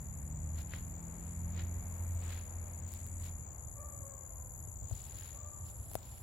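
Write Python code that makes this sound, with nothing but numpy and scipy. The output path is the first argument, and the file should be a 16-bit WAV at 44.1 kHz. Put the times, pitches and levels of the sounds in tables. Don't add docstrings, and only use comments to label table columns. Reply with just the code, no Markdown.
import sys
import numpy as np
from scipy import signal
from scipy.fft import irfft
from scipy.io import wavfile
from scipy.ndimage import uniform_filter1d

SR = 44100
rng = np.random.default_rng(int(sys.argv[2]) if len(sys.argv) > 2 else 0)


def log_audio(samples):
    frames = np.atleast_2d(samples).T
    limited = np.clip(frames, -1, 1)
    pcm = np.round(limited * 32767).astype(np.int16)
    wavfile.write(sys.argv[1], SR, pcm)


N = 274302
T = np.arange(N) / SR
PASS_S, THROTTLE_OFF_S = 2, 3.27


def undb(db):
    return 10 ** (np.asarray(db) / 20)


def unit(x):
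    return x / np.sqrt(np.mean(x ** 2) + 1e-20)


def ramp(start, length):
    return np.clip((T - start) / length, 0, 1)


def since(start):
    return np.maximum(T - start, 0)


def pan(db):
    return unit(undb(np.array([[db], [-db]]) / 2))


def wander(rate):
    points = rng.standard_normal(4096)
    return 1.2 * np.interp(T * rate, np.arange(len(points)), points)


def sine(hz):
    return np.sin(2 * np.pi * np.cumsum(hz) / SR)


def add(track, start, sound):
    i = int(np.clip(start * SR, 0, N))
    track[i:i + len(sound)] += sound[:N - i]


def noise(spectrum, tilt_db=0):
    hz, db = np.transpose(spectrum)
    octave = np.log2(np.maximum(np.arange(N // 2 + 1) * SR / N, 1))
    inside = np.clip(octave, np.log2(hz[0]), np.log2(hz[-1]))
    edge_db = -24 * abs(octave - inside)
    gain = undb(np.interp(octave, np.log2(hz), db) + tilt_db * inside + edge_db)
    white = rng.standard_normal(len(gain)) + 1j * rng.standard_normal(len(gain))
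    return unit(irfft(gain * white, N))


def wide_noise(spectrum, alike_hz, tilt_db=0):
    keep_highs = signal.butter(1, alike_hz, "high", fs=SR, output="sos")
    side = signal.sosfilt(keep_highs, noise(spectrum, tilt_db))
    return unit(noise(spectrum, tilt_db) + side * np.array([[1], [-1]]))


def scatter(x, echo_s, echo_db, pan_db):
    tail = rng.standard_normal((2, SR)) * np.exp(-np.log(1000) * T[:SR] / echo_s)
    tail /= np.sqrt(np.sum(tail ** 2, axis=1, keepdims=True))
    echo = signal.fftconvolve(x[None], tail, axes=1)[:, :N]
    return unit(x * pan(pan_db) + undb(echo_db) * echo)


def wing_stutter(runs, low_hz, high_hz, stroke_s, period_s, rest_s):
    out, progress = np.zeros(N), np.linspace(0, 1, int(stroke_s * SR))
    chance = iter(rng.standard_normal((2000, 4)))
    glide_hz = high_hz + (low_hz - high_hz) * np.exp(-(progress / 0.34) ** 2)
    swell = np.sin(np.pi * progress) ** 2
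    for now, end in runs:
        strokes_left = 3
        while now < end:
            late, loud, sharp, group = next(chance)
            add(out, now, undb(.9 * loud) * swell * sine(glide_hz * (1 + .004 * sharp)))
            now += period_s + 0.00034 * late
            strokes_left -= 1
            if strokes_left == 0:
                now += rest_s * (2 if group > 1.1 else 1)
                strokes_left = 2 if group < -.6 else 3
    return unit(out)


def crickets():
    stumbles = [1.646, 4.927, 5.072, 5.585, 5.72, 5.86, 6.005, 6.156]
    runs = zip([0] + [start + 0.021 for start in stumbles], stumbles + [T[-1]])
    near = wing_stutter(runs, low_hz=6240, high_hz=7147, stroke_s=0.0105, period_s=.012, rest_s=0.0058)
    far = wing_stutter([(0, T[-1])], low_hz=6656, high_hz=7377,
                       stroke_s=0.0096, period_s=0.0085, rest_s=0.0076)
    near_db = -54 + 0.3549 * T - 15.5 * since(5.45)
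    near = scatter(near, echo_s=.035, echo_db=-13, pan_db=18) * undb(near_db)
    far = scatter(far, echo_s=0.11, echo_db=0.5, pan_db=13) * undb(-63.5 + 3 * wander(7.2))
    return near + far


def wing_buzz(rate_hz, pitch_hz, sweep, jitter_hz, sharpness):
    progress = np.cumsum(rate_hz * (1 + 0.011 * wander(12))) / SR % 1
    teeth = unit(uniform_filter1d(rng.standard_normal(N), size=30))
    tone = sine(pitch_hz * (1 + sweep * (progress - .5)) + jitter_hz * teeth)
    return unit(tone * np.sin(np.pi * progress) ** sharpness * undb(0.72 * wander(150)))


def katydids():
    phrase_starts = [-.25, .385, 1.0, 1.6, 2.23, 2.88, 3.515, 4.177, 4.878, 5.454, 6.047]
    longest_phrase_s, shortest_pause_s = 0.57, 0.08
    effort, answer = np.zeros(N), np.zeros(N)
    for start, following in zip(phrase_starts, phrase_starts[1:] + [np.inf]):
        end = min(start + longest_phrase_s, following - shortest_pause_s)
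        singing = ramp(start, 0.0043) * (1 - ramp(end, 0.0045))
        effort += singing * undb(-5.9 * np.exp(-since(start) / 0.084))
        answer += ramp(start + .05, 0.34) * (1 - ramp(end, 0.18))
    surge_db = 3.5 * np.exp(-((T - 5.97) / 0.25) ** 2)
    song = wing_buzz(rate_hz=156, pitch_hz=11120, sweep=-.12, jitter_hz=200, sharpness=1.6)
    song *= effort * undb(-62 + 0.47 * T + surge_db)
    neighbour = wing_buzz(rate_hz=180, pitch_hz=11640, sweep=-0.047, jitter_hz=415.5, sharpness=0.94)
    near = scatter(song, echo_s=0.036, echo_db=2.5, pan_db=-2) * np.std(song)
    neighbour_gain = np.hypot(undb(-69), undb(-70) * answer) * undb(3.5 * wander(2.3))
    return near + scatter(neighbour, echo_s=0.044, echo_db=19.5, pan_db=4) * neighbour_gain


def trill():
    first_peak_s, drop_s, cycle_s = 0.45, 0.1, .922
    dip_db = np.interp((T - first_peak_s) % cycle_s, [0, drop_s, cycle_s], [0, -13, 0])
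    db = -59.5 + dip_db - 1.5 * abs(T - 3)
    song = wing_buzz(rate_hz=270, pitch_hz=7920, sweep=-0.028, jitter_hz=279, sharpness=5.2)
    return scatter(song, echo_s=0.1, echo_db=-1, pan_db=25) * undb(db)


def engine():
    # time in seconds, level in dB.
    boom_levels = [(0, -59), (.3, -52.5), (.55, -41.5), (1.05, -51.5), (1.4, -41), (1.85, -43.5),
                   (2.15, -35.5), (2.5, -42.5), (3.25, -45)]
    # multiple of the engine's firing rate, relative level in dB.
    boom_tones = [(.5, -9), (1, 5), (1.5, -23)]
    # multiple of the firing rate, relative level in dB.
    high_tones = [(2.5, 3.5), (3, -1.5), (3.5, -10.5), (4, -8.5)]
    # frequency in Hz, relative level in dB.
    clatter_spectrum = [(300, 6.5), (700, -3.5), (1200, -9.5), (1800, -2), (2300, -1.5), (2900, -14),
                        (5000, -16.5)]
    start_hz, cruise_hz, idle_hz = 72.1, 86.38, 60
    pulling_hz = cruise_hz + (start_hz - cruise_hz) * np.exp(-(T / .76) ** 1.277)
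    coasting_s = since(THROTTLE_OFF_S)
    firing_hz = idle_hz + (pulling_hz - idle_hz) * np.exp(-coasting_s / .3)
    phase = 2 * np.pi * np.cumsum(firing_hz * (1 + 0.0029 * wander(22))) / SR
    effort = 1 - ramp(1.49, 0.89)
    fade_db = 26 * coasting_s
    flare_db = 10 * ramp(THROTTLE_OFF_S, 0.13)
    boom_db = np.interp(T, *np.transpose(boom_levels)) - 53 * coasting_s
    octave_db = -64 + 12.5 * effort + flare_db - fade_db
    high_db = -63 + 6 * effort - fade_db
    clatter_db = -65.5 - 3 * abs(T - PASS_S) - fade_db
    out = wide_noise(clatter_spectrum, alike_hz=880) * undb(clatter_db) * (1 + 0.24 * np.sin(phase))
    for tones, db in ((boom_tones, boom_db), ([(2, 0)], octave_db), (high_tones, high_db)):
        hum = sum(undb(tone_db + 2 * wander(8.3)) * np.sin(multiple * phase + rng.uniform(0, 2 * np.pi))
                  for multiple, tone_db in tones)
        out += undb(db) * unit(hum)
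    return out


def far_roads():
    # frequency in Hz, relative level in dB.
    rumble_spectrum = [(22, -30), (31, -23), (40, -5), (60, 1.5), (80, 3.5), (110, -2.5), (150, -11),
                       (220, -20.5), (330, -28)]
    # frequency in Hz, relative level in dB.
    tyre_spectrum = [(150, -6), (300, -4.5), (450, -3), (650, -1), (1000, -4.5), (1500, -14), (2200, -19.5),
                     (3000, -29), (5000, -38)]
    # frequency in Hz, relative level in dB.
    hiss_spectrum = [(2500, -17), (5000, -12), (9500, -7.5), (13000, -8.5), (15000, 2.5), (16000, -19.5)]
    rumble_db = -48.5 + 2.5 * (1 - ramp(PASS_S, THROTTLE_OFF_S - PASS_S))
    tyre_db = -62 + 4 * np.exp(-((T - PASS_S) / 0.72) ** 2)
    rumble = wide_noise(rumble_spectrum, alike_hz=332) * undb(rumble_db + 1.2 * wander(11))
    tyres = wide_noise(tyre_spectrum, alike_hz=625) * undb(tyre_db + 0.9 * wander(8)) * pan(2.05)
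    hiss = wide_noise(hiss_spectrum, alike_hz=1510) * undb(-71.5) * pan(4.7)
    return rumble + tyres + hiss


def rustles():
    # middle in seconds, half length in seconds, level in dB, brightness (0 to 1).
    swishes = [(0.598, 0.019, -57.5, 0.56), (0.755, 0.026, -53.5, 0.1), (1.27, 0.036, -70.5, 0),
               (1.598, 0.027, -53.5, 0.01), (2.319, 0.053, -54, 0.2), (2.945, 0.049, -62, 0.93),
               (3.258, 0.021, -55.5, 0.73), (4.988, 0.055, -61, 0.98), (5.212, 0.094, -59, 0.58),
               (5.682, 0.019, -64.5, 1), (6.08, 0.16, -62.5, 0.88)]
    # frequency in Hz, relative level in dB.
    cloth_spectrum = [(300, -4), (1000, -3.5), (1600, 1), (2200, 3), (2900, 2), (3900, 0.5), (5500, -7.5),
                      (9000, -17), (15000, -17.5)]
    dull = wide_noise(cloth_spectrum, alike_hz=1820, tilt_db=-3)
    bright = wide_noise(cloth_spectrum, alike_hz=2980, tilt_db=8.5)
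    catching = unit(undb(2.6 * wander(300)))
    out = np.zeros((2, N))
    for middle, half_s, db, brightness in swishes:
        swell = undb(db) / np.cosh(np.clip((T - middle) / half_s, -20, 20))
        out += swell * (np.sqrt(1 - brightness) * dull + np.sqrt(brightness) * bright)
    return out * catching


def knocks():
    # start in seconds, level in dB, ring pitch in Hz, seconds for the ring
    # to fall 60 dB, thud level against the ring in dB, left minus right in dB.
    taps = [(0.7366, -30.5, 1980, 0.0053, -13, 4), (4.676, -39, 380, 0.0075, -3.5, 30),
            (4.823, -44.5, 622, .015, 0.5, 21), (4.912, -37.5, 670, 0.011, 8.5, 21),
            (5.916, -41.5, 706, 0.011, -12, 19), (5.954, -21, 653, 0.013, -24, 35)]
    out, t = np.zeros((2, N)), T[:SR // 8]
    thud = np.sin(2 * np.pi * 98 * t) * np.exp(-((t - .014) / 0.0097) ** 2)
    for start, db, hz, ring_s, thud_db, pan_db in taps:
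        ring = np.sin(2 * np.pi * hz * t) * np.exp(-np.log(1000) * t / ring_s)
        for track, gain in zip(out, pan(pan_db)):
            add(track, start, gain * undb(db) * (undb(thud_db) * thud - ring))
    return out


def clicks():
    # start in seconds, peak level in dB, pitch in Hz, left minus right in dB.
    cracks = [(2.883, -35.5, 12000, -1), (2.921, -36, 12500, -1), (2.938, -26, 12500, -13),
              (3.066, -30.5, 12990, -10), (5.9154, -29.5, 13140, 25), (5.9351, -28, 13000, 8),
              (5.944, -29, 12500, 7), (5.954, -19, 11200, 32)]
    out, t = np.zeros((2, N)), T[:SR // 100]
    for start, db, hz, pan_db in cracks:
        crack = np.cos(2 * np.pi * hz * t) * np.exp(-t / .00009)
        for track, gain in zip(out, pan(pan_db)):
            add(track, start, gain * undb(db) * crack)
    return out


def bird():
    # start in seconds, length in seconds, top pitch in Hz,
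    # fall in Hz per second, level in dB.
    calls = [(3.745, 0.73, 594.2, 146.5, -56), (5.318, 0.33, 595.3, 41.4, -55.5)]
    # multiple of the pitch, relative level in dB.
    voice_tones = [(1, 7.5), (2, 6.5), (3, -9.5), (4, -11)]
    rise_s, scoop_hz, fade_db = 0.0511, 50, 13.5
    voice = np.zeros(N)
    for start, length, top_hz, fall, db in calls:
        rise, progress = ramp(start, rise_s), ramp(start, length)
        hz = top_hz - scoop_hz * (1 - rise) - fall * np.minimum(since(start + rise_s), length)
        hz *= 1 + .018 * wander(24) + .022 * wander(260)
        call_db = db - fade_db * progress + 2 * wander(60) + 2 * wander(18)
        tone = unit(sum(undb(tone_db) * sine(multiple * hz) for multiple, tone_db in voice_tones))
        voice += rise * (progress < 1) * undb(call_db) * tone
    return scatter(voice, echo_s=1.0, echo_db=6, pan_db=5.5) * np.std(voice)


def chirp():
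    start_s, length_s, from_hz, to_hz = 5.665, .13, 15300, 12500
    hz = to_hz + (from_hz - to_hz) * np.exp(-since(start_s) / .06)
    loudness = ramp(start_s, .01) * (1 - ramp(start_s, length_s))
    return undb(-68) * loudness * sine(hz * (1 + .004 * wander(400)))


def scene():
    insects = crickets() + katydids() + trill()
    return insects + engine() + far_roads() + rustles() + knocks() + clicks() + bird() + chirp()


def record(dry):
    top_hz = 15800
    return signal.sosfilt(signal.ellip(10, .2, 70, top_hz, fs=SR, output="sos"), dry)


dry = scene()
out = record(dry)
log_audio(out)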